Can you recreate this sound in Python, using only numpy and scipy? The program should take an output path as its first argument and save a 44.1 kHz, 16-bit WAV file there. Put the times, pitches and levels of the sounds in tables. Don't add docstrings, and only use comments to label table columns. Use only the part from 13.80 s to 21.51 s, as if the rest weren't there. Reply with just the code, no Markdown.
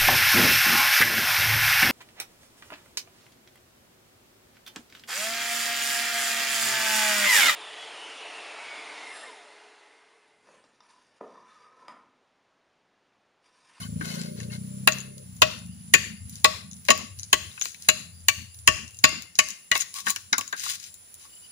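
import sys
import numpy as np
from scipy import signal
from scipy.fft import rfft, irfft, next_fast_len
from scipy.io import wavfile
from scipy.ndimage import uniform_filter1d

SR = 44100
rng = np.random.default_rng(int(sys.argv[2]) if len(sys.argv) > 2 else 0)


def unload_audio(sound):
    columns = np.transpose(np.atleast_2d(sound))
    steps = np.round(np.clip(columns, -1, 1) * 32767)
    wavfile.write(sys.argv[1], SR, steps.astype(np.int16))


def decibels_to_gain(level_db):
    exponent = np.asarray(level_db, float) / 20
    return 10 ** exponent


N = 340011

# t/s, blade level/dB, tube, wall and splinters rel. level/dB
BLOWS = [(1.074, -9, -5, -3.5, -0.5), (1.619, -5.5, -7.5, -2, -6.5), (2.138, 0, -11, -5.5, -7),
         (2.644, -3.5, -5.5, -11.5, -8.5), (3.085, -22.5, 10.5, 4.5, -3), (3.103, -5, -6.5, -7, -13.5),
         (3.529, -4, -11.5, -11, -8.5), (4.087, -2.5, -17.5, -11, -9), (4.484, -7.5, -26.5, -7, -8),
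         (4.875, 2, -15.5, -11, -15), (5.24, -0.5, -44, -6, -10), (5.589, -0.5, -32, -11, -12.5)]
# t/s, blade level/dB, tube, wall and splinters rel. level/dB
TAPS = [(.211, -63.5, 24.5, 33, 5), (.415, -16.5, -36, -24, -17), (.602, -18.5, -56.5, -23, -49),
        (1.122, -10, -41, -22.5, -24), (3.177, -26, -12, -16, 7.5), (3.813, -5.5, -22.5, -22.5, -18),
        (3.855, -13, -16.5, -16, -8.5), (3.945, -28.5, -52.5, -5, -11.5), (6.361, -11.5, -19, -11.5, -6),
        (6.61, -14.5, -17.5, -14.5, -6), (6.767, -27, -39, -22.5, -1), (6.861, -18.5, -25.5, -14.5, -19)]
# t/s, blade level/dB, tube, wall and splinters rel. level/dB
GLANCES = [
    (5.291, -30, -11, -40, -5.5),
    (5.915, -17.5, -21.5, -3, -9),
    (5.952, -22, -7, -7, -21.5),
    (6.2666, -32, 1, 1.5, -7.5),
    (6.303, -22.5, -49, -40.5, 3.5),
    (6.528, -10, -15, -19.5, -28),
    (6.581, -20.5, -18, -19, 1.5),
    (6.726, -31.5, 1, -11.5, -10.5),
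]
# t/s, blade level/dB, splinters rel. level/dB
TICKS = [(1.185, -17.5, -12), (1.38, -25.5, -7), (2.496, -23, 2.5), (2.556, -20.5, -9.5),
         (2.913, -22.5, -23), (2.932, -22, -20), (2.967, -31.5, -7.5), (3.052, -25.5, -1.5),
         (3.389, -18, -14.5), (3.396, -17, -15.5), (3.432, -17.5, -23), (3.437, -26.5, -7.5),
         (4.023, -19.5, -5.5), (5.189, -19.5, -6.5), (5.554, -11, -26.5), (5.687, -16.5, -5),
         (5.703, -24, -1.5), (5.705, -15, -9.5), (5.965, -13.5, -5.5), (5.977, -7, -2.5),
         (6.003, -11.5, -32.5), (6.141, -18, 0), (6.205, -18, -7), (6.677, -15, -15), (6.999, -19.5, -19.5),
         (7.04, -16.5, -52.5), (7.142, -26, 0), (7.342, -30, 4.5),
         (1.565, -31, 0.5), (1.79, -30, -9), (1.862, -35, 0.5), (2.526, -33, -9.5),
               (2.6, -31.5, -7.5), (2.618, -35.5, -1), (4.225, -30, -12.5), (4.405, -33, -15.5),
               (4.745, -28.5, -6.5), (4.789, -27, -8), (5.079, -23.5, -14.5), (5.108, -29, -7),
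               (5.145, -29, -7), (5.17, -30.5, -6.5), (5.422, -19.5, -6.5), (6.796, -13, -19.5),
               (6.812, -31, -20), (6.915, -21, -6)]
TICK_TUBE_DB, TICK_WALL_DB = -49, -38
COLOUR_HZ = [800, 2200, 6000, 12000]
BITE_S = .0011
SPOT_LUCK_DB = 1.5
# low, lower middle, ringing, high, rel. level/dB
SPOTS = [(2.5, -3, 0.5, -4.5), (3.5, -5, 1.5, 2), (-10.5, 3, -2.5, -3.8), (-6, -0.5, -2.5, 4.5),
         (-6.5, 5.5, -3, 8), (-12.5, 1.5, -2, 2.5), (2, -1.9, 2.5, -5.5), (-2, 0.5, -1.9, -1),
         (4, -0.5, 0.7, -2), (0, -4, 0.5, -5.5), (3, 3.2, -1, 2), (2.5, -1, -1, -6)]
SPOT_HZ = [800, 1400, 1900, 2750, 4300, 5600, 6900, 9000]
BLADE_RING_DB = [-4.5, -2, -3.5, 1.6, 3, 1, 0.1, -2.5, 1.5, -7.5, -3, -4.3]
EDGES = 220 * 2 ** np.arange(0, 6.4, 1 / 3)
# f/Hz, level per third octave/dB
CRACK = [(250, -27), (450, -5.5), (800, -7.5), (1300, 1), (2000, 2), (3000, -2.5), (4200, 0), (5500, -7),
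         (6900, -1.5), (8600, -11), (10500, 2), (13000, -8), (15200, -8.5)]
# f/Hz, T60/s
CRACK_T60 = [(100, 0.069), (600, 0.015), (2000, 0.031), (6000, 0.0083), (15000, 0.0036)]
# f/Hz, level/dB, T60/s
STALK_MODES = [(920, -27, 0.087), (1530, -12, 0.039), (1810, -21, 0.054), (2120, -17.5, 0.013),
               (2500, -11.5, 0.044), (2684, -6.5, .03), (4200, -27, 0.017), (6824, -8.5, 0.02)]

# loudest t/s, swell/s, fade/s, level/dB, share in the tube rel. level/dB
RUBS = [(.022, 0.042, 0.064, -45, -5), (.3, 0.118, 0.22, -41.5, -11), (.61, .07, 0.055, -49.5, -6),
        (.73, 0.033, 0.052, -44.5, -19), (2.56, .11, 0.069, -54.5, -33.5),
        (3.055, 0.013, 0.24, -50.5, -30.5), (3.396, 0.039, 0.24, -59, -28.5), (3.76, 0.17, 0.15, -52.5, -6),
        (3.82, 0.01, 0.13, -41, -28), (4.05, 0.089, 0.044, -53.5, -36), (5.96, 0.029, 0.022, -30, -4),
        (6.01, 0.025, 0.021, -29.5, -43), (6.175, 0.044, 0.063, -37, 4), (6.295, 0.052, 0.035, -30, 3.5),
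        (6.805, 0.057, 0.031, -36.5, -42), (6.9, 0.095, 0.081, -33, -11.5),
        (7.035, 0.058, 0.079, -45.5, -33), (7.43, 0.049, 0.058, -53, -3)]
# f/Hz, level per Hz/dB
SCRAPE_COLOUR = [(240, -97), (400, -62), (1150, -37.5), (1450, -2.5), (1830, -4), (2210, -3.5), (4100, 2),
                 (6850, 1), (8600, -3), (10300, -3.5), (12900, -10), (15100, -13.5), (16300, -33)]
# f/Hz, level per Hz/dB
GRIP_COLOUR = [(410, -21.5), (700, -4), (1010, -90.5), (1540, 2.5), (2200, -20.5), (2480, -3.5),
               (4490, -5.5), (5400, -3), (10600, -16), (13800, -11.5), (15100, -26), (16300, -42.5)]
GRIP_ENDS_S = 1
SLIPS_PER_S, SLIP_T60_S, GLIDE_SHARE = 160, .02, .93
SWELL_DB, SWELL_CURVE = 25.5, 2.9

# t/s, lower note level/dB, upper note level/dB
TUBE_PUSHES = [(1.071, -20.5, -20.5), (1.616, -15, -17.5), (2.138, -35, -23), (2.644, -18.5, -9.5),
               (3.086, -14, -31.5), (3.101, -24, -9.5), (3.528, -29, -19.5), (4.083, -23.5, -25.5),
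               (4.483, -37.5, -23.5), (4.875, -22, -13), (5.238, -20.5, -11), (5.589, -29.5, -18),
               (5.916, -32, -25), (6.262, -55, -33), (6.586, -49, -30)]
# f/Hz, T60/s
TUBE_NOTES = [(622, .18), (1125, .075)]
AFTER_RING_DB, AFTER_RING_LONGER = -19, 4
# f/Hz, level/dB
LINGERING = [(1820, -56.5), (2110, -55.5), (2760, -52.5)]
LINGER_MIX = [(3.5, 0.5, -14.5), (-2.5, -7.5, -3.5), (-6.5, -4, -2.5), (1, -2, -6), (-6, -5, -3.5),
              (-10.5, -13, -5.5), (0, -2, -11.5), (-1.5, -10, -5.5), (-7.5, -8.5, -2.5), (-0.5, -15.5, -1),
              (-2.5, 0.5, 4.5), (2, 5, 1.5)]
LINGER_T60_S = 0.6
# t/s, lower f/Hz, lower level/dB, upper f/Hz, upper level/dB
WALL_NOTES = [(1.075, 1877, -16.5, 2719, -15.5), (1.623, 1923, -19, 2526, -15),
              (2.141, 1774, -13.5, 2503, -10), (2.646, 1960, -16.5, 2620, -23.5),
              (3.086, 1860, -20, 2800, -24), (3.104, 1866, -16, 2896, -19), (3.529, 1950, -15.5, 2897, -24),
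              (4.087, 2250, -19, 2850, -12.5), (4.485, 2313, -17, 2923, -22),
              (4.877, 1788, -11.5, 2835, -13), (5.24, 1861, -15.5, 2700, -12.5),
              (5.59, 2200, -17, 2950, -14), (5.9155, 1942, -11, 2885, -15.5),
              (5.954, 2162, -23, 2664, -20.5)]
WALL_T60_S, WALL_SOFT_S = 0.092, 0.0019
# t/s, peak level/dB, f/Hz, T60/s
KNOCKS = [(0.2099, -26, 1583, 0.098), (0.6015, -33.5, 1846, 0.032), (5.915, -16, 2087, 0.11),
          (5.9549, -21.5, 1086, 0.064), (6.1794, -35, 1290, 0.036), (3.777, -31, 2580, 0.03),
          (3.777, -31.5, 1520, .03), (6.2682, -16, 1852, 0.069), (6.27, -19, 1508, 0.1),
          (6.53, -15.5, 1477, 0.18), (6.5281, -20, 2120, 0.116), (6.5809, -23, 1130, 0.14),
          (6.7274, -20.5, 1540, 0.098), (6.8633, -24, 1180, 0.035), (7.45, -49, 1130, 0.11)]
# t/s, peak level/dB, f/Hz, T60/s
PINGS = [(.015, -44, 1122, .09), (.04, -45, 1140, 0.1), (.03, -35, 3030, .07), (.05, -51, 1840, .07),
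         (.316, -36, 3000, 0.069), (.605, -44, 2720, .08), (.7, -41.5, 2717, .06), (.705, -47, 1834, 0.08),
         (5.9162, -9.5, 2700, 0.011), (5.948, -27, 1110, 0.084), (5.9552, -15, 2390, 0.014),
         (6.269, -11.5, 1730, .012), (6.5282, -14, 3900, 0.011), (6.729, -23, 3650, .015)]
# t/s, peak level/dB, f/Hz
SNAPS = [(0.414, -31.5, 7360), (1.1164, -20.5, 6900), (1.1228, -18, 6680), (1.1304, -25, 6970),
         (1.2037, -20, 6820), (1.2114, -30.5, 6990), (3.7155, -29, 3680), (3.7963, -24.5, 6920),
         (3.8127, -17.5, 6430), (3.8222, -7.5, 6480), (3.8304, -26.5, 7040), (3.8487, -18.5, 7480),
         (3.8694, -22.5, 7000), (3.8854, -27, 7040), (3.8944, -28.5, 7840), (3.9064, -31, 6900),
         (3.9194, -30, 6550), (6.0038, -12, 7150), (6.0084, -8, 6590), (6.0124, -14.5, 6640),
         (6.0184, -16, 6580), (6.2974, -18.5, 6740), (6.3041, -21, 8480), (6.3041, -9, 7170),
         (6.7755, -29.5, 6500), (6.795, -26, 6240), (6.9154, -20.5, 6800)]
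SNAP_T60_S, SNAP_DB, SNAP_CLICK_DB = 0.01, -1, -3
# t/s, peak level/dB, f/Hz
THUDS = [(0.208, -27, 312), (0.211, -36, 432), (0.366, -32, 554), (0.608, -36, 100), (1.07, -21, 231.7),
         (1.618, -28, 111.2), (2.134, -28, 110.8), (2.641, -43.5, 227), (3.097, -17.5, 229),
         (3.522, -41, 213.5), (4.084, -25.5, 209.5), (4.482, -35.5, 102.3), (4.875, -18.5, 112.4),
         (5.239, -17.5, 236), (5.587, -38, 208.5), (6.269, -34.5, 231.5), (6.523, -28, 228.7),
         (6.581, -32, 239.7)]

# delay t/s, level/dB
ECHOES = [(.008, -32), (0.018, -47.5), (0.039, -53.5), (0.101, -57), (0.161, -65.5), (.2, -71.5),
          (0.3, -92), (0.502, -95.5)]
# f/Hz, level/dB
ECHO_COLOUR = [(100, 12.5), (700, -9), (1500, -5.5), (2600, -2), (5500, 4), (6900, -1), (9000, -2),
               (12500, -1)]
NEAR_DB, NEAR_T60_S = -31, .03
# loudest t/s, level/dB
BOOMS = [(1.759, -48.5), (2.301, -53.5), (2.679, -63), (3.24, -44), (4.2, -47), (4.62, -48.5), (5.04, -49),
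         (5.38, -45), (5.71, -59), (6.3, -53)]
BOOM_SWELL_S, BOOM_FADE_S, BOOM_HZ = 0.074, 0.033, (175, 230.3)

# t/s, level/dB, open-throttle bark rel. level/dB
BIKE = [(0.0, -44.5, -5.5), (.17, -40.5, -4), (.41, -62.5, 18), (.62, -42.5, -7), (1.0, -42.5, -6),
        (1.44, -49, -12), (2.12, -53, 0), (2.64, -51.5, -7), (3.1, -65, 6), (3.28, -54.5, -16.5),
        (3.69, -57, -8), (3.82, -81, 1), (4.27, -56.5, -6), (4.62, -53, -26.5), (5.5, -64, -13),
        (5.73, -94, 11.5), (6.4, -68, -8), (7.71, -82, -4)]
# t/s, firing rate f/Hz
FIRING = [(0.0, 27.1), (0.45, 28.6), (1.01, 32.5), (1.41, 33.5), (1.46, 30.3), (1.6, 29.5), (1.7, 27),
          (1.85, 24.8), (1.98, 26.7), (2.67, 27.2), (3.04, 29.4), (3.32, 33.0), (3.48, 33.5), (3.9, 29.0),
          (4.2, 28.4), (4.65, 28.9), (4.9, 27.6), (5.6, 27.8)]
# f/Hz, level/dB
EXHAUST_LOW = [(30, -75.5), (60, -7.5), (80, 14.5), (110, 9.5), (135, 0), (165, -49.5), (300, -120)]
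# f/Hz, level/dB
EXHAUST_UPPER = [(60, -99), (120, -12), (148, -1.5), (180, 5.5), (245, -5), (290, -27.5), (500, -120)]
# t/s, level/dB
RATTLE = [(0.0, -64), (.25, -49), (.62, -49), (.8, -58.5), (1.42, -55.5), (1.52, -81.5), (7.71, -101.5)]
# f/Hz, level/dB, T60/s
PIPE = [(432, -2, 0.056), (526, 3, 0.043), (604, -3, 0.28)]
CORNER_S, CORNER_TAKES_S = 1.4, .12
ROUGH_NEAR, ROUGH_HIDDEN, ROUGH_PER_S = .16, .4, .32
LUMP_DB = 3
LANE_ECHO, LANE_LAG_S, LANE_LAG_PER_S = .35, .012, .003

# f/Hz, width/Hz, level over the chorus/dB
INSECTS = [(7340, 220, -8.5), (9985, 1250, 4), (15150, 900, -21.5)]
# loudest t/s, swell/s, fade/s, low one level/dB, high one rel. level/dB
CRICKETS = [(1.98, 0.37, 0.14, -65.5, 3.5), (2.39, 0.089, 0.25, -75.5, 13.5), (4.4, 0.17, 0.2, -80.5, 19.5),
            (4.75, 0.22, 0.15, -78, 14), (7.6, 0.27, 0.3, -57.5, -4)]
CHIRPS_PER_S, CHIRP_DEPTH_DB = 36, 10
# f/Hz, level per Hz/dB
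AIR = [(30, -4), (100, -11), (300, -15), (1000, -19), (2500, -18), (5500, -15.5), (7500, -16), (8300, -45),
       (11500, -24.5), (13500, -48.5), (15000, -30.5)]
AIR_DB = -1.5
CHORUS_DB, DUCK_DB, RECOVER_S = -56, -6.5, 0.3
AIR_DUCK = 1.6

# f/Hz, left over right level/dB
LEFT_PORT = [(60, 8), (200, 0.5), (500, 6), (1000, 3), (2200, 8), (5000, 4), (7500, 14), (9000, -2),
             (11000, -10), (13000, -4), (15500, -1)]
# f/Hz, level/dB
MIC_TOP = [(11500, -1), (13300, -11.5), (15000, 15), (16200, -1.5)]
BLOW_LAG_S, BIKE_LAG_S = 45 / 44100, 31 / 44100
MIC_CUT_HZ, TOP_HZ = 61, 15700


def rms_one(x):
    return x / np.sqrt(np.mean(x ** 2) + 1e-20)


def in_time(rows, outside=None):
    s, *columns = np.transpose(rows)
    return [np.interp(np.arange(N) / SR, s, c, outside, outside) for c in columns]


def at_hz(points, hz):
    table_hz, value = np.transpose(points)
    return np.interp(np.log(hz), np.log(table_hz), value)


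def band(x, low_hz, high_hz, order=2):
    return signal.sosfilt(signal.butter(order, [low_hz, high_hz], "band", fs=SR, output="sos"), x)


def tint(x, points):
    size = next_fast_len(N + 4096)
    hz = np.maximum(np.arange(size // 2 + 1) * SR / size, 1)
    return irfft(rfft(x, size) * decibels_to_gain(at_hz(points, hz)), size)[..., :N]


def drift(rate):
    r = np.exp(-80 * np.pi * rate / SR)
    slow = signal.lfilter([1], [1, -2 * r, r * r], rng.standard_normal(N // 40 + 2002))[2000:]
    return np.interp(np.arange(N) / 40, np.arange(len(slow)), rms_one(slow))


def ring(drive, hz, t60):
    r, w = decibels_to_gain(-60 / (t60 * SR)), 2 * np.pi * hz / SR
    return signal.lfilter([0, np.sin(w)], [1, -2 * r * np.cos(w), r * r], drive + 1e-18)


def struck(rows, soft_s, rough):
    out, t = np.zeros(N + SR), np.arange(SR // 4) / SR
    for s, level_db, hz, t60 in rows:
        wobble = rough * np.cumsum(rng.standard_normal(len(t))) if rough else 0
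        fading = decibels_to_gain(level_db - 60 * t / min(t60, .09)) * (1 - np.exp(-t / soft_s))
        out[int((s - BLOW_LAG_S) * SR):][:len(t)] += np.sin(2 * np.pi * hz * t + wobble) * fading
    return out[:N]


def swells(rows):
    t, out = np.arange(N) / SR, np.zeros((2, N))
    for s, swell_s, fade_s, level_db, rel_db in rows:
        near = slice(max(int((s - 2 * swell_s) * SR), 0), int((s + 2 * fade_s) * SR))
        away = np.abs(t[near] - s) / np.where(t[near] < s, swell_s, fade_s)
        out[:, near] += decibels_to_gain(level_db - SWELL_DB * away ** SWELL_CURVE + np.array([[0], [rel_db]]))
    return out


def grit(per_s, spread_db):
    sizes = decibels_to_gain(spread_db * np.minimum(rng.exponential(1, N), 4)) * rng.choice([-1, 1], N)
    return rms_one(sizes * (rng.random(N) < per_s / SR))


def burst(rows, hz, t60, rise_s, extra_db=0):
    rows = np.array(rows)
    colour_db = [np.interp(np.log(hz), np.log(COLOUR_HZ), [tube, wall, 0, splinter])
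                 for tube, wall, splinter in rows[:, 2:]]
    kicks = np.full(N, 1e-18)
    kicks[((rows[:, 0] - BLOW_LAG_S) * SR).astype(int)] = decibels_to_gain(rows[:, 1] + colour_db + extra_db)
    fall, rise = decibels_to_gain(-60 / (t60 * SR)), np.exp(-1 / (rise_s * SR))
    return signal.lfilter([2 - fall - rise], np.convolve([1, -fall], [1, -rise]), kicks)


def spot_db(hz):
    return np.array([np.interp(np.log(hz), np.log(SPOT_HZ), [0, *row, 0, blade_db, 0])
                     for row, blade_db in zip(SPOTS, BLADE_RING_DB)])


def stalk():
    out = swish()
    tearing, scraping = [grit(12000, 3.0), grit(12000, 4.5)], grit(9000, 3.7)
    broad, tube = rubbing()
    ticks = [(s, db, TICK_TUBE_DB, TICK_WALL_DB, splinter_db) for s, db, splinter_db in TICKS]
    taps = TAPS + ticks
    for k, (low, high) in enumerate(zip(EDGES, EDGES[1:])):
        hz = np.sqrt(low * high)
        t60 = at_hz(CRACK_T60, hz)
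        luck_db = spot_db(hz) + rng.normal(0, SPOT_LUCK_DB, len(BLOWS))
        shape = burst(BLOWS, hz, t60, BITE_S, luck_db)
        shape += burst(taps, hz, 0.76 * t60, 0.00015, extra_db=-7.0)
        shape += burst(GLANCES, hz, t60, 0.0015, extra_db=1.5)
        to_unit_band = np.sqrt(SR / 2 / (high - low))
        out += band(tearing[k % 2] * shape, low, high) * decibels_to_gain(at_hz(CRACK, hz)) * to_unit_band
    gripped = np.arange(N) < GRIP_ENDS_S * SR
    by_hand, by_edge = rms_one(tint(scraping, GRIP_COLOUR)), rms_one(tint(scraping, SCRAPE_COLOUR))
    out += np.where(gripped, by_hand, by_edge) * broad
    for hz, level_db, t60 in STALK_MODES:
        luck_db = spot_db(hz) + rng.normal(0, 1.5, len(BLOWS))
        shape = burst(BLOWS, hz, 0.035, BITE_S, luck_db)
        shape += burst(taps, hz, 0.038, 0.0019, extra_db=-19.0)
        shape += burst(GLANCES, hz, 0.0078, 0.00028, extra_db=6.5)
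        force = shape * tearing[0] + decibels_to_gain(-22) * broad * scraping
        out += decibels_to_gain(level_db - 12) * ring(force, hz, min(t60, 70 / hz))
    return out + tube_notes(tube * scraping) + lingering(tearing[1], gripped * broad * scraping)


def swish():
    rows, kicks = np.array(BLOWS), np.full(N, 1e-18)
    kicks[((rows[:, 0] - BLOW_LAG_S) * SR).astype(int)] = decibels_to_gain(rows[:, 1] - 36.5)
    growing = signal.lfilter([1], [1, -np.exp(-1 / (0.0048 * SR))], kicks[::-1])[::-1]
    hiss = rms_one(band(rng.standard_normal(N), 6600, 7050))
    parting = rms_one(band(rng.standard_normal(N), 900, 9000))
    return growing * (hiss + decibels_to_gain(-9.0) * parting)


def tube_notes(rubbing_force):
    rows, out = np.array(TUBE_PUSHES), np.zeros(N)
    for k, (hz, t60) in enumerate(TUBE_NOTES):
        push = k * decibels_to_gain(-33.0) * rubbing_force
        push[((rows[:, 0] + .001 + .003 * k) * SR).astype(int)] += decibels_to_gain(rows[:, 1 + k] + 2.5 + 0.38 * k)
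        after_ring = k * decibels_to_gain(AFTER_RING_DB) * ring(push, hz, AFTER_RING_LONGER * t60)
        out += band(ring(push, hz, t60) + after_ring, hz / 1.6, hz * 1.6)
    return out


def lingering(grain, gripping):
    out = np.zeros(N)
    for (hz, level_db), mix_db in zip(LINGERING, np.transpose(LINGER_MIX)):
        luck_db = mix_db + rng.normal(0, 1.2, len(BLOWS))
        shape = burst(BLOWS, hz, LINGER_T60_S, BITE_S, luck_db + spot_db(hz))
        out += decibels_to_gain(level_db) * ring(grain * shape, hz, 0.1)
    for hz, level_db in ((1550, -25), (2150, -25.5), (4500, -23)):
        out += decibels_to_gain(level_db) * ring(gripping, hz, 0.045)
    return out


def wall_notes():
    rows = [(s, db, hz, WALL_T60_S) for s, *notes in WALL_NOTES for hz, db in (notes[:2], notes[2:])]
    return struck(rows, WALL_SOFT_S, rough=0)


def snaps():
    clicks = np.zeros(N)
    for s, level_db, _ in SNAPS:
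        clicks[int((s - BLOW_LAG_S) * SR) + 8] = decibels_to_gain(level_db + SNAP_CLICK_DB)
    rings = struck([(s, db + SNAP_DB, hz, SNAP_T60_S) for s, db, hz in SNAPS], .0004, rough=0)
    return rings + struck(PINGS, 0.00065, rough=0) + band(clicks, 1800, 12000)


def knocks():
    return band(struck(KNOCKS, .001, rough=.12), 600, 4000)


def thuds():
    return struck([(*row, .07) for row in THUDS], .003, rough=.03)


def rubbing():
    slip_fall = decibels_to_gain(-60 / (SLIP_T60_S * SR))
    slips = rms_one(signal.lfilter([1], [1, -slip_fall], np.abs(grit(SLIPS_PER_S, 1.8))))
    return swells(RUBS) * decibels_to_gain(1.6 * drift(36)) * (GLIDE_SHARE + (1 - GLIDE_SHARE) * 5.1 * slips)


def echoes(x):
    s, level_db = np.transpose(ECHOES)
    t = np.arange(SR // 2) / SR
    near = rng.standard_normal((2, SR // 20)) * decibels_to_gain(NEAR_DB - 60 * t[:SR // 20] / NEAR_T60_S)
    far = rng.standard_normal((2, len(t))) * decibels_to_gain(np.interp(t, s, level_db, -120))
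    far = signal.fftconvolve(tint(x, ECHO_COLOUR)[None], far, axes=1)[:, :N]
    far = np.real(signal.hilbert(far, next_fast_len(N))[:, :N] * np.exp(2.2j * drift(40)))
    return far + signal.fftconvolve(band(x, 980, 13000)[None], near, axes=1)[:, :N]


def boom():
    gain = swells([(s, BOOM_SWELL_S, BOOM_FADE_S, db, 0) for s, db in BOOMS])[0]
    return gain * rms_one(band(rng.standard_normal(N), *BOOM_HZ))


def motorbike():
    t = np.arange(N) / SR
    low_db, bark_db = in_time(BIKE)
    upper_db = low_db + bark_db
    since = np.maximum(t - CORNER_S, 0)
    hidden = np.minimum(since / CORNER_TAKES_S, 1)
    rough = ROUGH_NEAR + ROUGH_HIDDEN * hidden + ROUGH_PER_S * since
    turns = np.cumsum(in_time(FIRING)[0]) / SR + .52
    fired = np.diff(np.floor(turns), prepend=0) > 0
    puffs = rms_one(fired * decibels_to_gain(1.5 * drift(12))) + rough * rng.standard_normal(N)
    puffs += LANE_ECHO * np.interp(t - LANE_LAG_S - LANE_LAG_PER_S * t, t, puffs)
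    puffs /= np.sqrt(1 + rough ** 2)
    gas = rng.standard_normal(N) * (.6 + np.exp(-3 * (turns % 1)))
    rattle = band(gas + puffs, 300, 720, order=4)
    pipe = sum(decibels_to_gain(db) * ring(rattle, hz, t60) for hz, db, t60 in PIPE)
    rattle = 0.5 * rms_one(rattle) + rms_one(pipe)
    low_db = low_db + LUMP_DB * hidden * drift(25.0)
    upper_db = upper_db + LUMP_DB * hidden * drift(9.9)
    rumble = (0.27 + 0.68 * hidden) * rms_one(tint(puffs, EXHAUST_LOW))
    hum = (1 - hidden) * np.sin(8 * np.pi * turns) * decibels_to_gain(2 * drift(11.0) - 3.0)
    low = decibels_to_gain(low_db + 5.5) * (rumble + hum)
    upper = decibels_to_gain(upper_db + 9.0) * rms_one(tint(puffs, EXHAUST_UPPER))
    return low + upper + decibels_to_gain(in_time(RATTLE)[0]) * rms_one(rattle)


def ducking():
    cuts = np.zeros(N) - 1.5
    for s, *_ in BLOWS + GLANCES:
        cuts[int(s * SR):] = np.maximum(cuts[int(s * SR):], s)
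    return decibels_to_gain(uniform_filter1d(DUCK_DB * np.exp((cuts - np.arange(N) / SR) / RECOVER_S), size=2000))


def insects():
    def song(hz, width_hz):
        return rms_one(band(rng.standard_normal((2, N)), hz - width_hz / 2, hz + width_hz / 2, order=4))
    chorus = np.zeros((2, N))
    for hz, width_hz, level_db in INSECTS:
        waver = 2.0 + 1.3 * (hz < 8000)
        chorus += song(hz, width_hz) * decibels_to_gain(level_db + waver * drift(5))
    air = decibels_to_gain(AIR_DB) * rms_one(tint(rng.standard_normal((2, N)), AIR))
    low, high = swells(CRICKETS)
    duck = ducking()
    pulses = decibels_to_gain(CHIRP_DEPTH_DB * (np.tanh(2 * drift(CHIRPS_PER_S / 2)) - 1.0))
    crickets = (song(2950, 200) * low + song(4800, 250) * high) * pulses
    return (chorus + air * duck ** (AIR_DUCK - 1)) * decibels_to_gain(CHORUS_DB) * duck + crickets


def ports(x, lag_s):
    smear = .075 * np.diff(rng.standard_normal(91)) * np.exp(-np.arange(90) / 25)
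    smear[0] = 1
    late = signal.lfilter(smear / np.sqrt(np.sum(smear ** 2)), [1], np.roll(x, round(lag_s * SR)))
    return np.array([late, decibels_to_gain(-1.5) * x])


def scene():
    stump = thuds()
    work = decibels_to_gain(-1) * stalk() + knocks() + stump + wall_notes() + snaps()
    bike = motorbike() + boom()
    bike_at_ports = np.array([np.roll(bike, round(BIKE_LAG_S * SR)), bike])
    left, right = ports(work, BLOW_LAG_S) + echoes(work) + bike_at_ports + insects()
    half = np.array(LEFT_PORT) * [1, .5]
    return np.array([tint(left, half), tint(right, half * [1, -1])])


def band_limit(x):
    return signal.sosfilt(signal.butter(12, 15900, fs=SR, output="sos"), x)


def record(dry):
    squeezed = np.tanh(tint(dry, MIC_TOP) / 0.86)
    bass_cut = signal.butter(3, MIC_CUT_HZ, "high", fs=SR, output="sos")
    top_cut = signal.butter(8, TOP_HZ, fs=SR, output="sos")
    mix = np.clip(signal.sosfilt(np.vstack([bass_cut, top_cut]), squeezed), -1, 1)
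    return band_limit(mix)


dry = scene()
out = record(dry)
unload_audio(out)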